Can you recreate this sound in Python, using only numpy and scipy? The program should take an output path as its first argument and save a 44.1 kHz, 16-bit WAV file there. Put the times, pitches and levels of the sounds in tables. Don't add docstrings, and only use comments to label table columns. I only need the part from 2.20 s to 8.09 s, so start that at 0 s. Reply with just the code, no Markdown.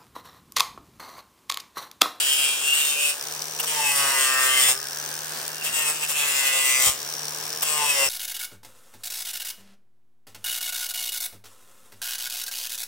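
import sys
import numpy as np
from scipy import signal
from scipy.fft import rfft, irfft, next_fast_len
from scipy.io import wavfile
from scipy.ndimage import uniform_filter1d, map_coordinates

SR = 44100
rng = np.random.default_rng(int(sys.argv[2]) if len(sys.argv) > 2 else 0)


def bounce(signal):
    frames = np.transpose(np.atleast_2d(signal))
    limited = np.clip(frames, -1, 1)
    pcm = np.round(limited * 32767).astype(np.int16)
    wavfile.write(sys.argv[1], SR, pcm)


N = 259749

# time in seconds, disc speed in turns per second (a slight wobble is added).
DISC_SPEED = [(0.0, 141.3), (0.11, 140.4), (0.35, 141.8), (0.5, 146.1), (0.59, 146.0), (0.74, 143.4),
              (0.84, 145.5), (0.92, 144.6), (1.02, 146.0), (1.25, 153.4), (1.43, 156.3), (1.56, 150.9),
              (1.68, 143.8), (1.88, 137.2), (2.0, 132.7), (2.3, 130.6), (2.5, 128.0), (2.66, 141.5),
              (2.95, 151.0), (3.42, 155.6), (3.6, 153.5), (3.7, 150.8), (3.79, 152.5), (3.95, 148.6),
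              (4.25, 134.6), (4.48, 132.1), (4.69, 132.6), (4.95, 149.0), (5.41, 154.6), (5.54, 150.9),
              (5.62, 148.0), (5.7, 143.6), (5.78, 138.4), (5.87, 134.8)]
FREE_SPEED = 157.8
# frequency in Hz, relative density in dB.
HOOF_SPECTRUM = [(200, -20), (400, -8.5), (530, 4), (700, -1), (900, 2), (1200, 5.5), (1450, -1.5),
                 (1750, -2.5)]
# frequency in Hz, relative density in dB.
HISS_SPECTRUM = [(2500, -1), (3600, -0.5), (4100, -7), (4800, -2.5), (5400, -1.5), (6200, -4.5),
                 (7200, 1.5), (8200, 1), (9500, -0.5), (10500, 2.5), (11500, 2.5), (13000, 1),
                 (15700, -4.5)]
# time in seconds, centre frequency in Hz.
RING_CENTRES = [
    [(0.0, 3150), (0.3, 3050), (0.42, 2770), (0.55, 3100), (0.68, 3240), (0.745, 2600), (0.93, 2670)],
    [(1.4, 2860), (1.68, 2720), (1.79, 2900), (2.0, 2700), (2.3, 2750), (2.51, 2950)],
    [(3.44, 2720), (4.0, 2630), (4.22, 2700), (4.556, 2830), (4.7, 3160)],
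    [(5.43, 2900), (5.68, 2900), (5.87, 2730)],
]


def amp(db):
    return 10 ** (np.asarray(db) / 20)


def unit(x):
    return x / np.sqrt(np.mean(x ** 2) + 1e-20)


def along(points, hz):
    f, v = np.transpose(points)
    return np.interp(np.log(hz + 1), np.log(f + 1), v)


def curves(rows):
    s, *columns = np.transpose(rows)
    return [np.interp(np.arange(N) / SR, s, column) for column in columns]


def wobble(rate, size=N):
    knots = rng.standard_normal(int(size * rate / SR) + 4)
    return map_coordinates(knots, [np.arange(size) * rate / SR])


def swell(s, length):
    return np.exp(-((np.arange(N) / SR - s) / length) ** 2)


def swells(rows):
    return sum(amp(db) * swell(s, length) for s, db, length in rows)


def filtered(x, response):
    m = next_fast_len(N + 8192)
    return irfft(rfft(x, m) * response(np.fft.rfftfreq(m, 1 / SR)), m)[..., :N]


def coloured(x, spectrum):
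    lo, hi = spectrum[0][0], spectrum[-1][0]

    def response(hz):
        low_edge = np.minimum(hz / lo, 1) ** 2
        high_edge = np.maximum(hz / hi, 1) ** 2
        return amp(along(spectrum, hz)) * low_edge / high_edge

    return unit(filtered(x, response))


def noise():
    return rng.standard_normal((2, N))


def tone(turns, order):
    return np.sqrt(2) * np.sin(2 * np.pi * order * turns)


def resonance(x, centre, width_hz, size=1024):
    hz, t, z = signal.stft(x, SR, nperseg=size)
    centre_hz = np.interp(t, *np.vstack(centre).T)
    detune = (hz[:, None] - centre_hz) / width_hz
    return unit(signal.istft(z / (1 + detune ** 2), SR, nperseg=size)[1][:, :N])


def patchy(x, depth_db, size=512, order=4, count=22):
    z = signal.stft(x, nperseg=size)[2]
    across_hz = uniform_filter1d(rng.standard_normal(z.shape[1:]), order, 0)
    field = uniform_filter1d(across_hz, count, 1)
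    return signal.istft(z * amp(depth_db * unit(field)), nperseg=size)[1][:, :N]


def contact(speed, turns):
    # start in seconds, end in seconds, lift-off decay in seconds,
    # then light-load levels in dB of buzz, rasp, ring and hiss, before the hand, tremor and layer trims.
    stroke_rows = [(-.1, 0.905, 0.036, -45.5, -65, -31, -28.5),
                   (1.454, 2.498, 0.033, -35, -41.5, -34, -29.5),
                   (3.426, 3.466, 0.043, -36.5, -30.5, -47, -25.5),
                   (3.521, 3.706, 0.034, -36, -41.5, -33.5, -27.5),
                   (3.728, 3.86, 0.044, -49, -44.5, -41, -40.5),
                   (3.878, 4.683, 0.046, -36.5, -40.5, -34, -29.5),
                   (5.429, 5.864, 0.023, -33, -40, -32.5, -29.5)]
    # ramp in seconds of buzz, rasp, ring, hiss.
    bed_in = [0.08, 0.15, 0.03, 0.024]
    # dB per turn per second lost, for buzz, rasp, ring, hiss.
    load_gain = [0.028, 0.32, 0.15, 0.22]
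    # centre in seconds, change in dB before each layer's
    # share is taken, 1/e half-length in seconds.
    lean_rows = [(0.014, -0.5, 0.04), (0.394, -8, 0.07), (0.753, -6, 0.05), (1.816, 2.5, 0.027),
                 (2.517, 7, 0.031), (3.837, 12, 0.021), (3.928, -10.5, 0.034), (4.67, 6, 0.057),
                 (5.821, 3, 0.029)]
    t = np.arange(N) / SR
    skip_db = 2.5 * (np.cos(2 * np.pi * turns) - .5)
    strokes = 0
    for start, end, release, *levels in stroke_rows:
        lift = np.maximum(t - end, 0) / release
        lift_off = np.exp(-lift) * amp(np.minimum(lift, 1) * skip_db)
        set_in = np.clip((t - start) / np.vstack(bed_in), 0, 1)
        strokes = strokes + amp(levels)[:, None] * set_in * lift_off
    load_db = np.outer(load_gain, FREE_SPEED - speed)
    hand_db = sum(db * swell(s, length) for s, db, length in lean_rows)
    follows_hand = [0.91, 0.077, 0.29, 0.84]
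    tremor_db = 1.17 * np.array([wobble(21.983) for _ in follows_hand])
    return strokes * amp(load_db + np.outer(follows_hand, hand_db) + tremor_db)


def grit(turns, wear, uneven_db, rough, size=2048, count=128, order=76):
    shape = (2, count, order)
    first_phase = rng.uniform(0, 2 * np.pi, (2, 1, order))
    drift = first_phase + np.cumsum(rng.normal(0, 0.478, shape), axis=1)
    rims = irfft(amp(uneven_db * rng.standard_normal(shape)) * np.exp(1j * drift), size)
    where = [np.arange(N) / SR * wear, turns % 1 * size]
    scrapes = [map_coordinates(rim, where, order=1, mode="grid-wrap") for rim in rims]
    repeating = unit(np.array(scrapes))
    share = np.clip(rough, 0, 1)
    return np.sqrt(1 - share) * repeating + np.sqrt(share) * noise()


def loaded(light_hz, rise_hz):
    return [(s, light_hz + rise_hz * (FREE_SPEED - speed)) for s, speed in DISC_SPEED]


def grinding(turns, gains):
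    # frequency in Hz, relative density in dB.
    horn_spectrum = [(1200, -12), (1500, -0.5), (1850, 2.5), (2050, 9.5), (2250, -4.5), (2600, -0.5)]
    # frequency in Hz, relative density in dB.
    disc_spectrum = [(2050, -27), (2250, -36), (2420, 1.5), (2700, 6), (3200, -1), (3600, -6), (4200, 5)]
    # centre in seconds, level in dB, 1/e half-length in seconds.
    growl_rows = [(1.83, -33, 0.08), (2.2, -31.5, 0.24), (5.61, -39, 0.038)]
    # time in seconds, centre frequency in Hz.
    sizzle_centres = [(0.0, 8700), (0.9, 8800), (1.6, 8850), (2.5, 8950), (3.45, 8500), (4.2, 7440),
                      (4.7, 7860), (5.87, 8000)]
    buzz, rasp, ring, hiss = gains
    bite = np.cos(2 * np.pi * turns) + 0.3 * np.cos(2 * 2 * np.pi * turns + wobble(1.76))

    push = patchy(grit(turns, wear=11, uneven_db=2.5, rough=0.15), depth_db=1.0)
    crumble = grit(turns, wear=11, uneven_db=2, rough=.2)
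    wall = resonance(crumble, loaded(900, 20.7), width_hz=356)
    wall_gain = amp(-14.5) * buzz + swells(growl_rows)
    hoof = amp(-2.5) * buzz * coloured(push, HOOF_SPECTRUM) + wall_gain * wall

    scrape = grit(turns, wear=11, uneven_db=2.5, rough=.11)
    horn = amp(1.0) * rasp * coloured(scrape, horn_spectrum)

    rim = grit(turns, wear=21, uneven_db=2.5, rough=.19)
    shake = coloured(rim * amp(0.5 * bite), disc_spectrum)
    skirt = patchy(resonance(shake, RING_CENTRES, width_hz=680), depth_db=1.6)
    disc = amp(-1.5) * ring * skirt

    flutter = unit(amp(1.43 * bite + 1.14 * wobble(400) + 0.64 * wobble(35)))
    grains = flutter * patchy(grit(turns, wear=21, uneven_db=3.5, rough=0.52), depth_db=2.1)
    broad = amp(1.0) * coloured(grains, HISS_SPECTRUM)
    sizzle = amp(-13.5) * resonance(grains, sizzle_centres, width_hz=1000)
    return hoof + horn + disc + hiss * (broad + sizzle)


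def motor(speed, turns):
    # time in seconds, level in dB about which the hum wavers.
    hum_rows = [(0.0, -68), (0.97, -76), (1.05, -55.5), (1.85, -54.5), (1.95, -72), (2.77, -53.5),
                (4.02, -54.5), (4.28, -67), (4.62, -62), (4.67, -52), (4.72, -61), (5.02, -50), (5.33, -56),
                (5.63, -52.5), (5.89, -61)]
    # time in seconds, level in dB about which the drone wavers.
    drone_rows = [(1.2, -61), (1.48, -47), (1.8, -55), (2.65, -54), (3.0, -67), (4.9, -63), (5.3, -50)]
    # frequency in Hz, relative density in dB.
    fan_spectrum = [(30, -24), (100, -13), (180, -11), (300, -5), (450, -0.5), (900, 1), (1300, -0.5),
                    (1650, -1), (2000, -4.5), (2800, -2.5), (3600, -2.5), (5700, -2.5), (7500, -4),
                    (10000, -5), (15500, -8)]
    # time in seconds, level in dB, centre frequency in Hz.
    vent_rows = [(0.0, -44, 1550), (.85, -47.5, 1520), (1.2, -52, 1660), (2.6, -43, 1630),
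                 (3.35, -44.5, 1640), (4.8, -51.5, 1640), (5.89, -46, 1680)]
    hum = amp(curves(hum_rows)[0] + wobble(12)) * tone(turns, order=1)
    drone = amp(curves(drone_rows)[0] + 2.9 * wobble(9)) * tone(turns, order=3)
    air_gain = amp(-36.5 + 1.3 * wobble(6.9)) * speed / np.mean(speed)
    air = air_gain * coloured(noise(), fan_spectrum)
    vent_centres = [(s, hz) for s, db, hz in vent_rows]
    howl = amp(curves(vent_rows)[0]) * resonance(noise(), vent_centres, width_hz=190)
    return air + howl + (hum + drone) * np.array([[1], [0]])


def gears(load, count=900):
    # time in seconds, level in dB over an ordinary knock.
    knock_rows = [(1.0716, 2), (1.2203, 5.5), (2.7714, 3.5), (3.2792, 5), (5.0537, 2), (5.0816, 3),
                  (5.3285, 3.5)]
    # frequency in Hz, relative density in dB.
    gear_spectrum = [(2500, -9.5), (4000, -6.5), (4700, -1.5), (5250, 1.5), (5700, -0.5), (6050, 1),
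                     (7500, -8), (10000, -1), (13000, -8), (15500, -9)]
    # time in seconds, centre frequency in Hz, level in dB before the knocks add to it.
    whirr_rows = [(0.0, 5830, -63), (0.95, 5740, -48), (1.2, 5870, -43.5), (1.7, 5700, -34.5),
                  (2.35, 5300, -37), (2.65, 5400, -39.5), (2.8, 6030, -42), (3.25, 5900, -53),
                  (3.6, 5430, -47), (4.75, 5600, -48), (4.9, 5750, -37), (5.3, 5560, -41.5),
                  (5.87, 5500, -31)]
    gap, size = rng.standard_normal((2, count))
    times = np.cumsum(.0132 * np.exp(.11 * gap))
    ordinary = np.transpose([times, 1.5 * size])
    s, db = np.vstack([ordinary, knock_rows]).T
    knocks = np.bincount((s * SR).astype(int), amp(db) ** 2, N)[:N]
    t = np.arange(SR // 40) / SR
    burst = (1 - np.exp(-t / .0003)) ** 2 * np.exp(-(t / .002) ** 2)
    envelope = np.sqrt(np.abs(signal.fftconvolve(knocks, burst)[:N]))
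    slack = 1 / (1 + load / amp(-23.0))
    rattle = amp(-36.0) * slack * coloured(envelope * noise(), gear_spectrum)
    whirr_centres = [(s, hz) for s, hz, db in whirr_rows]
    shaken = (1 + slack * unit(envelope)) * noise()
    whirr = amp(curves(whirr_rows)[1]) * resonance(shaken, whirr_centres, width_hz=240)
    return rattle + whirr


def squeals(speed, turns, waver_db=2.5, slip=0.41, bite_db=2.0):
    # centre in seconds, level in dB before flutter and pulsing,
    # 1/e half-length in seconds, resonance in Hz.
    squeal_rows = [(0.14, -27, 0.06, 2950), (0.06, -33, 0.092, 3100), (0.23, -35.5, 0.14, 3250),
                   (0.29, -37, 0.09, 3300), (0.27, -30.5, .09, 2690), (0.286, -35, 0.077, 2400),
                   (0.511, -17.5, 0.0487, 2770), (0.62, -28, 0.065, 2700), (0.67, -29, 0.069, 3610),
                   (0.8, -31.5, 0.076, 2440), (0.864, -26.5, 0.054, 2600), (.86, -33, 0.065, 2900),
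                   (.86, -47.5, .13, 575), (1.63, -30.5, 0.091, 880), (1.671, -24.5, 0.0565, 2600),
                   (1.726, -35, 0.057, 2000), (1.932, -33.5, 0.12, 950), (1.98, -30, 0.078, 2010),
                   (2.22, -32.5, 0.28, 1180), (2.206, -28.5, 0.17, 1840), (2.32, -33, 0.12, 2740),
                   (1.87, -36, .07, 1630), (.11, -36, .04, 3510), (2.385, -24.5, 0.074, 2070),
                   (2.37, -24.5, 0.097, 3110), (2.457, -24.5, 0.032, 3500), (2.33, -32.5, 0.17, 9300),
                   (3.42, -44, 0.12, 2800), (3.584, -30, 0.058, 2770), (3.682, -31, 0.034, 2560),
                   (3.625, -37.5, 0.068, 1830), (4.02, -30, .04, 2610), (4.28, -22.5, 0.0345, 2690),
                   (4.493, -27.5, 0.063, 2780), (4.49, -33.5, 0.15, 1990), (4.545, -32, 0.079, 2120),
                   (4.5, -32, .1, 2385), (4.57, -31, 0.05, 4900), (4.57, -33, .09, 6000),
                   (4.575, -35, 0.078, 8200), (4.667, -31, 0.031, 3180), (5.624, -31, 0.056, 890),
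                   (5.698, -23, 0.03, 2580), (5.832, -30.5, 0.048, 2730), (5.821, -35.5, 0.059, 545)]
    out, t = np.zeros(N), np.arange(N) / SR
    for s, db, length, hz in squeal_rows:
        near = np.abs(t - s) < 3 * length
        order = np.round(hz / speed[int(s * SR)])
        flutter, wander = wobble(91.6, size=near.sum()), wobble(69.8, size=near.sum())
        pulse_db = bite_db * hz / 3000 * np.cos(2 * np.pi * turns[near])
        bump = np.exp(-((t[near] - s) / length) ** 2)
        gain = amp(db + waver_db * flutter + pulse_db) * bump
        slipping = slip * wander / (2 * np.pi * order)
        out[near] += gain * tone(turns[near] + slipping, order)
    return out * np.array([[1], [0]])


def chatter(speed, turns, scatter=0.4, uneven_db=2.0):
    # centre in seconds, level in dB, 1/e half-length in seconds,
    # chirp frequency in Hz at the middle of a slap.
    chatter_rows = [(.11, -26.5, .06, 3080), (0.24, -23.5, 0.041, 2960), (.6, -26, .075, 3040),
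                    (4.296, -34, .04, 2660), (4.566, -28, .04, 2550), (5.587, -34, 0.11, 1020),
                    (5.84, -31, .03, 2700)]
    slap_s, fall_hz_per_s = 0.0017, 110000
    turn = np.round(turns).astype(int)
    t = (turns - turn) / speed
    out = 0
    for s, db, length, hz in chatter_rows:
        phase, size = rng.standard_normal((2, turn[-1] + 1))[:, turn]
        chirp = np.sin(2 * np.pi * (hz - fall_hz_per_s * t / 2) * t + scatter * phase)
        slaps = unit(amp(uneven_db * size) * np.exp(-(t / slap_s) ** 2) * chirp)
        out = out + amp(db) * swell(s, length) * slaps
    return out * np.array([[1], [0]])


def touches():
    # centre in seconds, level in dB, 1/e half-length in seconds.
    skim_rows = [(.2, -32, 0.11), (.86, -39, 0.053), (1.404, -27.5, .009), (1.82, -36, 0.055),
                 (3.425, -33, 0.011), (3.475, -31, 0.021), (3.63, -35, 0.082), (3.84, -28.5, 0.022),
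                 (3.895, -38, 0.014), (3.965, -29, 0.015), (4.03, -30.5, 0.048)]
    # centre in seconds, level in dB before the trims of hiss and thud, 1/e half-length in seconds.
    catch_rows = [(1.404, -28, 0.0085), (1.441, -32, 0.013), (2.488, -24, 0.0016), (3.91, -31.5, 0.025),
                  (5.431, -24.5, 0.0095)]
    hiss = amp(6.0) * coloured(noise(), HISS_SPECTRUM)
    thud = amp(-5.5) * coloured(noise(), HOOF_SPECTRUM)
    skims = swells(skim_rows) * resonance(noise(), RING_CENTRES, width_hz=150)
    return swells(catch_rows) * (hiss + thud) + skims


def draught():
    # centre in seconds, level in dB before a common trim, 1/e half-length in seconds.
    puff_rows = [(2.485, -57, 0.073), (3.54, -59, 0.077), (4.542, -61, 0.086), (4.686, -48, 0.027),
                 (1.81, -64, .027), (5.88, -57, 0.028)]
    puff_spectrum = [(25, -19), (50, 0), (100, -1.0), (250, -8.0), (450, -13)]  # Hz, relative dB
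    return amp(6.0) * swells(puff_rows) * coloured(noise(), puff_spectrum)


def ports(pair):
    # frequency in Hz, likeness of the two ports (held within 0 to 0.995 after interpolation).
    likeness = [(100, 0.86), (500, 0.9), (1200, 0.56), (2000, 0.25), (2900, 0.3), (4100, 0.12), (5500, 0.6),
                (7500, 0), (8600, 1), (10200, 0.7), (11300, 1.94), (12900, 1.5), (14300, 5.2)]
    # frequency in Hz, phase in radians by which left leads right.
    left_lead = [(200, .05), (1000, .55), (2000, 1.1), (3500, 2), (4800, .4), (6200, .8), (7500, 1.5),
                 (8200, .1), (9500, -1.45), (11300, -3.14), (12700, -4.6), (14000, -6.28)]
    # frequency in Hz, level of left over right in dB.
    left_over_right = [(100, 0.4), (700, 1.5), (1800, -1.5), (2700, 2.5), (4500, -0.5), (5700, 4.5),
                       (6700, 3.5), (7600, 6), (9200, -1), (16000, 0)]

    def shares(hz):
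        angle = np.arccos(np.clip(along(likeness, hz), 0, .995)) / 2
        return np.array([np.cos(angle), np.sin(angle)])

    half = np.array([[.5], [-.5]])

    def offset(hz):
        gain = amp(half * along(left_over_right, hz))
        return gain * np.exp(1j * half * along(left_lead, hz))

    mid, side = filtered(pair, shares)
    return filtered(np.array([mid + side, mid - side]), offset)


def scene():
    speed = curves(DISC_SPEED)[0]
    turns = np.cumsum(speed + 0.15 * wobble(25)) / SR
    gains = contact(speed, turns)
    pair = grinding(turns, gains) + motor(speed, turns)
    pair = pair + gears(gains[-1])
    pair = pair + squeals(speed, turns) + chatter(speed, turns)
    pair = pair + touches() + draught()
    return ports(pair)


def record(dry):
    return filtered(dry, lambda hz: hz < 15900)


dry = scene()
out = record(dry)
bounce(out)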